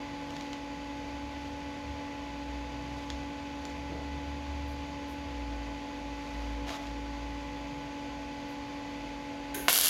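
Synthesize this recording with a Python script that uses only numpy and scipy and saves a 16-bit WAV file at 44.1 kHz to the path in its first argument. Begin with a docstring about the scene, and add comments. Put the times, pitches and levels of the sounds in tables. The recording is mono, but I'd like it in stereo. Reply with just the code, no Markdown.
"""Striking a MIG arc

A welder idles in a workshop: two cooling fans hum and rush, its transformer buzzes and an engine
drones far away. Gloves and torch brush and tick on a steel panel. The trigger opens the gas and starts
the wire feed; the arc strikes with a bang and crackles, and a gain control ducks the hum under it."""
import sys
import numpy as np
from scipy import signal
from scipy.fft import rfft, irfft, next_fast_len
from scipy.io import wavfile
from scipy.ndimage import uniform_filter1d, minimum_filter1d, map_coordinates

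SR = 44100
rng = np.random.default_rng(int(sys.argv[2]) if len(sys.argv) > 2 else 0)


def materialize(psi):
    """Save the field psi as 16-bit PCM at rate SR to the path in sys.argv[1].

    A 1-D psi becomes a single channel; in a 2-D psi each row is a channel.
    """
    bounded = np.clip(np.atleast_2d(psi).T, -1, 1)
    quanta = np.round(bounded * 32767).astype(np.int16)
    wavfile.write(sys.argv[1], SR, quanta)


N = 436149
TIME = np.arange(N) / SR


# Bursts of the wire tip. Each row: start in seconds, level in dB.
TIP_BURSTS = [(9.6832, 9), (9.686, -0.5), (9.6946, -5), (9.7025, -5)]
# Spectrum of a burst. Each row: frequency in Hz, level in dB.
BANG_SPECTRUM = [(30, -42), (100, -24), (300, -2.5), (700, -0.5), (1600, 3), (2150, -1), (2700, 4.5),
                 (3900, -6), (6000, -12), (8500, -27), (11200, -11.5), (16000, -32)]

def bang():
    """Impulsive radiation: the wire tip blows off and sputters."""
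    return cracks(TIP_BURSTS, BANG_SPECTRUM, near_db=-11, near_t60=0.0057, far_db=-29.5, far_t60=0.07)


# The loudest snaps. Each row: start in seconds, relative level in dB.
SNAP_EVENTS = [(9.6975, 4), (9.7083, -3), (9.7186, -8), (9.7293, 6), (9.7364, 0), (9.7418, -3), (9.7509, 2),
               (9.7585, -2), (9.7678, 2), (9.7777, 6.5), (9.7875, 6), (9.7994, 2), (9.8123, 6), (9.8362, 0),
               (9.8405, -4), (9.847, 3), (9.8582, 4), (9.8698, 2), (9.8831, 3.5)]
# Spectrum of a snap. Each row: frequency in Hz, level in dB.
SNAP_SPECTRUM = [(100, -27), (400, -14), (1800, -5), (3100, 2), (6200, -2.5), (7300, -7), (9200, -1),
                 (10400, 5.5), (11300, 8.5), (12400, 3), (14300, -6), (15500, -9.5)]

def snaps():
    """Short-circuit transfer: the wire shorts in the pool and the arc relights with a pressure pulse."""
    pulses = cracks(SNAP_EVENTS, SNAP_SPECTRUM, near_db=-6, near_t60=0.003, far_db=-40, far_t60=0.047)
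    return amp(1) * pulses


# Envelope of the sizzle. Each row: time in seconds, relative level in dB.
SIZZLE_ENVELOPE = [(9.69, -22.5), (9.712, -23), (9.724, -23.5), (9.745, -22), (9.765, -21.5),
                   (9.783, -26.5), (9.82, -23.5), (9.84, -21.5), (9.865, -21.5), (9.89, -25)]
# Its spectrum. Each row: frequency in Hz, level in dB.
SIZZLE_SPECTRUM = [(100, -12), (400, -7), (1500, -4.5), (2200, -1.5), (3100, 1), (6500, 0), (8000, -2.5),
                   (9200, -5), (11200, -0.5), (14000, -6), (16000, -7.5)]
# The steel panel's broad colour. Each row: centre in Hz, width in Hz, gain in dB.
PANEL_COLOUR = [(980, 160, -2.5), (1580, 250, 2.5), (1900, 250, -4.5), (2530, 190, -6.5), (2920, 160, 1.5),
                (7100, 520, 2.5)]
# Narrow peaks that colour the sizzle. Each row: centre in Hz, width in Hz, gain in dB.
SIZZLE_PEAKS = [(3270, 70, 6), (4070, 110, 0), (4680, 70, 5.5), (5235, 45, 0), (6360, 65, 9), (6955, 45, 9),
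                (11390, 70, 5), (11900, 70, 5)]

def sizzle():
    """Amplitude modulation: arc noise, made uneven by spatter, with a few narrow ringing peaks."""
    spit = unit(amp(2.6 * wobble(600)))
    hiss = noise(SIZZLE_SPECTRUM, coherence=[(1000, 1.0), (8000, 0.11)])
    ringing = filtered(hiss, lambda hz: bumps(PANEL_COLOUR, hz) * bumps(SIZZLE_PEAKS, hz))
    burning = TIME > TIP_BURSTS[0][0]
    return amp(curve(SIZZLE_ENVELOPE) + 6.5) * burning * spit * ringing


# Spectrum of a droplet's pop. Each row: frequency in Hz, level in dB.
DROPLET_SPECTRUM = [(200, -17), (1500, -5), (2200, -7), (3200, 0), (4200, 0), (7000, -6), (16000, -20)]

def spatter(level_db, spread_db, count):
    """Shot noise: droplets leave the pool at random moments, louder when the sizzle is."""
    when, weakness = rng.random((count, 2)).T
    strike = TIP_BURSTS[0][0]
    starts = strike + when * (TIME[-1] - strike)
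    db = np.interp(starts, *np.transpose(SIZZLE_ENVELOPE)) + level_db - spread_db * weakness
    return cracks(zip(starts, db), DROPLET_SPECTRUM, near_db=-16, near_t60=0.004,
                  far_db=-36, far_t60=0.04)


# Balance of the crackle. Each row: frequency in Hz, left minus right in dB.
CRACKLE_PAN = [(1000, 1.5), (3000, -2), (4800, 4), (6500, 1), (7500, -5), (9500, -1), (11500, -10),
               (15000, -4)]

def arc():
    """Superposition: the opening bang, then a crackle of snaps, sizzle and droplets."""
    strike = bang()
    crackle = snaps() + sizzle() + spatter(level_db=21.5, spread_db=14, count=32)
    return strike + filtered(crackle, lambda hz: pan(along(CRACKLE_PAN, hz)))


# The valve's surge, then steady flow. Each row: time in seconds, level in dB.
GAS_ENVELOPE = [(9.541, -88), (9.545, -34), (9.548, -31.5), (9.56, -38), (9.6, -41), (9.68, -49.5),
                (9.89, -52)]
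# Spectrum of the jet. Each row: frequency in Hz, level in dB.
NOZZLE_SPECTRUM = [(600, -31), (1330, -14), (1530, 5.5), (1800, -1), (2800, -3.5), (5400, -13),
                   (6700, -1.5), (7600, -15), (9300, -12), (10400, 0), (12600, -2.5), (13600, -7),
                   (15800, -10)]

def gas():
    """Jet noise: shielding gas hisses from the nozzle."""
    valve_open = TIME > GAS_ENVELOPE[0][0]
    jet = noise(NOZZLE_SPECTRUM, coherence=[(1000, 0.2)])
    return amp(curve(GAS_ENVELOPE)) * valve_open * jet * pan(-0.74)


# The feed starting up. Each row: start in seconds, length in seconds, level in dB.
FEED_START = [(9.54, 0.099, -41.5)]
# Spectrum of its whirr. Each row: frequency in Hz, level in dB.
FEED_SPECTRUM = [(60, -42), (150, -14), (310, -9), (360, 4), (440, 1), (520, -5), (800, -24), (2000, -66)]

def wire_feed():
    """Narrow-band noise: the motor whirrs as it pushes the wire out."""
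    return strokes(FEED_START, FEED_SPECTRUM, grain_db=2.5)


# Torch and helmet touches. Each row: start in seconds, level in dB, tilt in dB per octave.
TOUCHES = [(0.3058, -35, 3), (0.366, -29.5, -0.5), (0.41, -29, -0.5), (0.5314, -26, -1),
           (3.1024, -22.5, -0.3), (3.653, -27, 2), (3.7007, -39, 4), (6.6926, -23.5, -3), (6.8697, -36, 0)]
# Leather brushing steel, light hissing slides and a soft shuffle.
# Each row: start in seconds, length in seconds, level in dB.
BRUSH_STROKES = [(0.22, 0.31, -52), (1.36, 0.18, -56), (2.85, 0.3, -55), (3.65, .09, -59),
                 (6.1, .55, -53.5), (6.66, 0.073, -39), (6.708, 0.073, -40.5), (6.76, 0.18, -52)]
SLIDE_STROKES = [(4.66, .1, -67.5), (5.07, 0.085, -64), (8.47, 0.082, -68.5)]
SHUFFLE_STROKES = [(3.885, 0.061, -42), (3.9, 0.18, -45)]
# Spectra of these four contacts. Each row: frequency in Hz, level in dB.
TOUCH_SPECTRUM = [(100, -28), (500, -15), (1200, -2), (3000, 2.5), (4500, -4.5), (6900, -5), (8500, -24),
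                  (12000, -27), (16000, -39)]
BRUSH_SPECTRUM = [(60, -26), (250, 3), (700, 7), (1300, 5), (2000, 0), (3300, 1), (6800, -7), (8500, -21),
                  (11500, -17.5), (16000, -31)]
SLIDE_SPECTRUM = [(5000, -26), (9500, -6), (12000, 0), (16000, -17.5)]
SHUFFLE_SPECTRUM = [(60, -25), (170, -3), (330, 2), (480, 3), (620, -7), (1200, -15), (3000, -38),
                    (8000, -90)]

def handling():
    """Impact and friction: gloves, helmet and torch are brought into place."""
    ticks = sum(cracks([(start, db)], tilted(TOUCH_SPECTRUM, tilt),
                       near_db=-6.5, near_t60=0.0052, far_db=-28, far_t60=0.08)
                for start, db, tilt in TOUCHES)
    slides = strokes(SLIDE_STROKES, SLIDE_SPECTRUM, grain_db=2)
    brushes = strokes(BRUSH_STROKES, BRUSH_SPECTRUM, grain_db=2.4)
    shuffle = strokes(SHUFFLE_STROKES, SHUFFLE_SPECTRUM, grain_db=1.5)
    return ticks + slides + brushes + shuffle


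MAINS_HZ, FAN_HZ, SMALL_FAN_HZ = 60, 284.8, 498.4
# Partials of the fans and the transformer. Each row: harmonic number, rms level in dB,
# left minus right in dB, left phase lead in radians, flutter depth as a ratio.
FAN_PARTIALS = [(1, -43, -2, 0.37, 0.01), (2, -52.5, 1, 1.23, 0.02), (3, -47, -3, -0.37, 0.05),
                (4, -65.5, -2, -0.43, 0.8)]
SMALL_FAN_PARTIALS = [(1, -55, 1, -0.69, 0.28), (2, -59, 7.5, -2.1, 0.29), (3, -58, -2.5, 2.08, 0.39),
                      (4, -58.5, 8.5, -1.84, 0.43), (5, -73, 3, -0.5, 0.26)]
MAINS_PARTIALS = [(4, -56, 0.3, 0.48, 0.15), (11, -62, 3, 0, 2.1), (13, -64, 3, 0, 0.87)]

def hum():
    """Harmonic series: blade-passing tones of two fans and the transformer's mains buzz."""
    fans = tones(FAN_HZ, FAN_PARTIALS) + tones(SMALL_FAN_HZ, SMALL_FAN_PARTIALS)
    return fans + tones(MAINS_HZ, MAINS_PARTIALS)


FAN_LEAD_S, DIFFUSE_BASS_HZ = 0.00039, 330  # the rush arrives left first; bass comes from all round
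# Spectrum of fan rush and room. Each row: frequency in Hz, relative level in dB.
AIR_SPECTRUM = [(15, -52), (25, -18), (59, -8), (120, -12), (195, -10.5), (222, -15.5), (285, -6.5),
                (373, -14.5), (560, -12.5), (714, -13.5), (863, -13.5), (936, -14.5), (1290, -20),
                (2000, -16), (6380, -29.5), (11300, -52.5), (16000, -54)]
# Likeness of the two sides. Each row: frequency in Hz, coherence from 0 to 1.
AIR_COHERENCE = [(60, 0.96), (130, 0.96), (290, 0.87), (600, 0.54), (900, 0.34), (1400, 0.41), (3100, 0.31),
                 (5500, 0.17), (7500, 0.072)]
# Colour of the housing. Each row: centre in Hz, width in Hz, gain in dB.
HOUSING_COLOUR = [(1040, 140, 4.5), (1370, 470, 2), (1720, 390, 0.5), (2580, 380, 3.5), (2850, 130, -2),
                  (2990, 120, 3.5), (3590, 470, 4), (3930, 3800, 0.8), (4600, 340, 3), (5250, 400, -3),
                  (6650, 620, 3.5), (8270, 1100, -3.5), (11350, 1970, 10)]
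# Balance of the rush. Each row: frequency in Hz, left minus right in dB.
RUSH_PAN = [(200, 0), (1000, 3), (2000, 3.5), (3200, -0.5), (4800, 8), (6500, 5), (7400, -10), (8200, 2),
            (9300, 6), (10300, -0.5)]

def fan_air():
    """Flow noise: air rushes through the resonant housing, chopped lightly at each turn of the fan."""
    def response(hz):
        lead_s = FAN_LEAD_S * hz ** 2 / (hz ** 2 + DIFFUSE_BASS_HZ ** 2)
        direction = pan(along(RUSH_PAN, hz)) * phase_lead(2 * np.pi * hz * lead_s)
        return bumps(HOUSING_COLOUR, hz) * direction * ripple(hz, depth_db=1.8, spacing_hz=40.2)

    air = unit(filtered(noise(AIR_SPECTRUM, AIR_COHERENCE), response))
    chop = 1 + 0.055 * np.sin(2 * np.pi * FAN_HZ / 4 * TIME)  # four blades to a turn
    return amp(-43.5 + 0.05 * wobble(1.5) + 0.18 * wobble(15)) * chop * air


ECHO_SHARE, FADES_PER_S = 0.13, 9  # reflected against direct sound; how fast their sum varies
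RUMBLE_DB, RUMBLE_DB_PER_HZ = -56.5, 0.29  # at the mean speed; growth with the firing rate
# The engine pulls up twice and runs down. Each row: time in seconds, firing rate in Hz.
FIRING_RATE = [(0.0, 56), (0.91, 59.6), (0.96, 63), (1.63, 70.7), (2.03, 72.0), (2.27, 61.3), (2.57, 61.1),
               (4.36, 71.1), (5.26, 68.6), (5.43, 58.1), (5.56, 56.0), (6.84, 55.5), (7.46, 57.1),
               (8.72, 57.2), (8.9, 50.4), (9.6, 51.3)]
# Envelope of its tone. Each row: time in seconds, relative level in dB.
FIRING_ENVELOPE = [(0.0, -57), (0.24, -59), (1.49, -45), (1.82, -56), (1.9, -40), (2.03, -57), (2.57, -40),
                   (2.81, -48), (2.94, -40), (3.05, -52), (3.15, -39), (3.31, -52), (4.17, -40.5),
                   (4.22, -48), (4.3, -38), (4.44, -44), (4.49, -37), (5.13, -47.5), (5.53, -37),
                   (5.72, -41), (5.86, -54), (6.12, -41), (6.26, -51), (6.39, -38), (6.55, -36),
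                   (6.68, -42), (6.74, -58), (6.9, -41.5), (7.35, -42.5), (7.99, -56.5), (8.1, -48),
                   (8.5, -56), (8.56, -67), (8.61, -48), (8.74, -71), (8.8, -60), (9.09, -46), (9.33, -62),
                   (9.52, -49), (9.6, -56)]

def engine():
    """Multipath interference: a distant firing tone throbs over a rumble that grows with speed."""
    hz = curve(FIRING_RATE)
    phase = 2 * np.pi * np.cumsum(hz) / SR
    firing = np.exp(1j * phase) + amp(-20) * np.exp(2j * phase)  # with a trace of its octave
    paths = unit(1 + ECHO_SHARE * (wobble(FADES_PER_S) + 1j * wobble(FADES_PER_S)))
    tone = amp(curve(FIRING_ENVELOPE) - 0.5) * np.sqrt(2) * np.real(paths * firing)
    return tone + rumble(hz)


# Spectrum of the engine's rumble. Each row: frequency in Hz, level in dB.
RUMBLE_SPECTRUM = [(30, -28), (80, 1.5), (130, -4), (170, -5), (260, -23), (1000, -90)]

def rumble(firing_hz):
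    """Transmission through walls: the low part of the engine's noise comes through."""
    db = RUMBLE_DB + RUMBLE_DB_PER_HZ * (firing_hz - firing_hz.mean())
    return amp(db) * noise(RUMBLE_SPECTRUM, coherence=[(100, 0.9)])


# Faint drones. Each row: start in seconds, length in seconds, frequency in Hz, level in dB.
DRONE_NOTES = [(0.0, 0.55, 159, -54), (2.6, 0.45, 125, -52), (7.55, 0.45, 147, -52), (2, 3.8, 157, -60),
               (6, 2.2, 173, -60)]

def drones():
    """Slow modulation: low notes swell, waver and fade in the hall."""
    waver = np.cumsum(0.0066 * wobble(8)) / SR
    return np.sqrt(2) * sum(amp(db) * swell(start, length) * np.sin(2 * np.pi * hz * (TIME + waver))
                            for start, length, hz, db in DRONE_NOTES)


# Decay of the hall. Each row: frequency in Hz, time to fall 60 dB in seconds.
HALL_T60 = [(150, 0.53), (2000, 0.43), (12000, 0.49)]

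def workshop(x):
    """Reverberation: a diffuse tail decays exponentially, the bass lasting longest."""
    hz, t, bands = signal.stft(rng.standard_normal((2, SR // 2)), SR, nperseg=256)
    decay = amp(-60 * t / along(HALL_T60, hz)[:, None])
    tail = signal.istft(bands * decay, SR, nperseg=256)[1]
    return signal.fftconvolve(x, tail / np.linalg.norm(tail[0]), axes=1)[:, :N]


def cracks(rows, spectrum, near_db, near_t60, far_db, far_t60):
    """Scattering: each pulse rebounds from the panel close by and from helmet and floor further off."""
    out = np.zeros((2, N + SR))
    t = np.arange(SR // 8) / SR
    scatter = amp(near_db - 60 * t / near_t60) + amp(far_db - 60 * t / far_t60)
    scatter *= 1 - np.exp(-(t / 0.00045) ** 2)  # the direct pulse arrives alone
    shape = pulse(spectrum)[None]
    for start, db in rows:
        paths = scatter * rng.standard_normal((2, len(t)))
        paths[:, 0] = 1
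        first = round(start * SR)
        out[:, first:first + len(t)] += amp(db) * signal.fftconvolve(paths, shape, axes=1)[:, :len(t)]
    return out[:, :N]


def pulse(spectrum, size=1024):
    """Minimum phase: the sharpest causal pulse with this spectrum and the panel's colour, peak 1."""
    hz = np.fft.rfftfreq(size, 1 / SR)
    cepstrum = irfft(np.log(amp(along(spectrum, hz)) * bumps(PANEL_COLOUR, hz)))
    cepstrum[1:size // 2] *= 2
    cepstrum[size // 2 + 1:] = 0
    shape = irfft(np.exp(rfft(cepstrum)))
    return shape / np.abs(shape).max()


def strokes(rows, spectrum, grain_db):
    """Friction noise: it swells and fades with each movement, grainy where the surfaces catch."""
    level = sum(amp(db) * swell(start, length) for start, length, db in rows)
    grain = unit(amp(grain_db * wobble(300)))
    return level * grain * noise(spectrum, coherence=[(1000, 0.57)])


def tones(base_hz, rows):
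    """Random modulation: harmonics share one slightly drifting rate; turbulence makes each flutter."""
    out = np.zeros((2, N))
    drift = np.cumsum(0.000609 * wobble(3)) / SR
    for order, db, balance_db, lead, flutter in rows:
        swirl = 1 + flutter * (wobble(14) + 1j * wobble(14)) / np.sqrt(2)
        cycles = order * base_hz * (TIME + drift) + rng.random()
        tone = amp(db) * np.sqrt(2) * unit(swirl) * np.exp(2j * np.pi * cycles)
        out += np.real(tone * pan(balance_db) * phase_lead(lead))
    return out


def noise(spectrum, coherence):
    """Partial coherence: independent mid and side noises mix to coloured stereo noise of rms 1."""
    def response(hz):
        angle = np.arccos(np.clip(along(coherence, hz), -1, 1)) / 2
        return amp(along(spectrum, hz)) * [np.cos(angle), np.sin(angle)]

    mid, side = filtered(rng.standard_normal((2, N)), response)
    return unit(np.array([mid + side, mid - side]))


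def bumps(rows, hz):
    """Spectral colouring: a gain made of bell-shaped peaks and dips."""
    return amp(sum(db * np.exp(-2 * ((hz - centre) / width) ** 2) for centre, width, db in rows))


def ripple(hz, depth_db, spacing_hz):
    """Interference: reflections leave fine, steady peaks and dips on each side."""
    knots = rng.standard_normal((2, 1024))
    return amp(depth_db * np.array([np.interp(hz / spacing_hz, np.arange(len(k)), k) for k in knots]))


def tilted(spectrum, db_per_octave):
    """Spectral tilt: a slope brightens or dulls the sound."""
    return [(hz, db + db_per_octave * np.log2(hz / spectrum[0][0])) for hz, db in spectrum]


def filtered(x, response):
    """Linear filtering: the spectrum of x times a frequency response."""
    size = next_fast_len(N + SR // 4)
    return irfft(rfft(x, size) * response(np.fft.rfftfreq(size, 1 / SR)), size)[..., :N]


def pan(balance_db):
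    """Level difference: left and right gains."""
    return amp(np.array([[0.5], [-0.5]]) * balance_db)


def phase_lead(radians):
    """Phase difference: left and right phasors."""
    return np.exp(1j * radians * np.array([[0.5], [-0.5]]))


def swell(start, length):
    """Half-sine envelope: a soft rise and fall."""
    return np.sin(np.pi * np.clip((TIME - start) / length, 0, 1))


def wobble(rate):
    """Smooth random curve with rate knots a second."""
    coarse = TIME[::64]
    knots = rng.standard_normal(int(N * rate / SR) + 4)
    return np.interp(TIME, coarse, map_coordinates(knots, [coarse * rate]))


def curve(points):
    """Linear interpolation of (seconds, value) points at every sample."""
    return np.interp(TIME, *np.transpose(points))


def along(points, hz):
    """Interpolation of (Hz, value) points on a log axis."""
    knots_hz, values = np.transpose(points)
    return np.interp(np.log(hz + 1), np.log(knots_hz + 1), values)


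def amp(db):
    """Decibels to gain."""
    return 10 ** (np.asarray(db) / 20)


def unit(x):
    """Normalisation to rms 1."""
    return x / np.sqrt(np.mean(np.abs(x) ** 2) + 1e-20)


def scene():
    """Superposition: the weld and the handling reverberate over the machine and the distant drones."""
    work = arc() + gas() + wire_feed() + handling()
    return work + amp(-5) * workshop(work) + hum() + fan_air() + engine() + drones()


def gain_control(x, ceiling_db, recovery_db_per_s):
    """Peak limiting: a peak over the ceiling pulls the gain down at once; it comes back slowly."""
    over_db = np.maximum(20 * np.log10(np.abs(x).max(axis=0) + 1e-9) - ceiling_db, 0)
    recovery_db = recovery_db_per_s * TIME
    cut_db = np.maximum.accumulate(over_db + recovery_db) - recovery_db
    return x * uniform_filter1d(minimum_filter1d(amp(-cut_db), size=33), size=33)


def record(dry):
    """Gain control and band limiting; the sound eases in over 3 ms."""
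    held = gain_control(dry, ceiling_db=-1.5, recovery_db_per_s=0.5)
    eased = held * np.minimum(TIME / 0.003, 1)
    lowpass = signal.cheby1(12, 0.05, 15850, fs=SR, output="sos")
    return signal.sosfiltfilt(lowpass, eased, padtype="even")


dry = scene()
out = record(dry)
materialize(out)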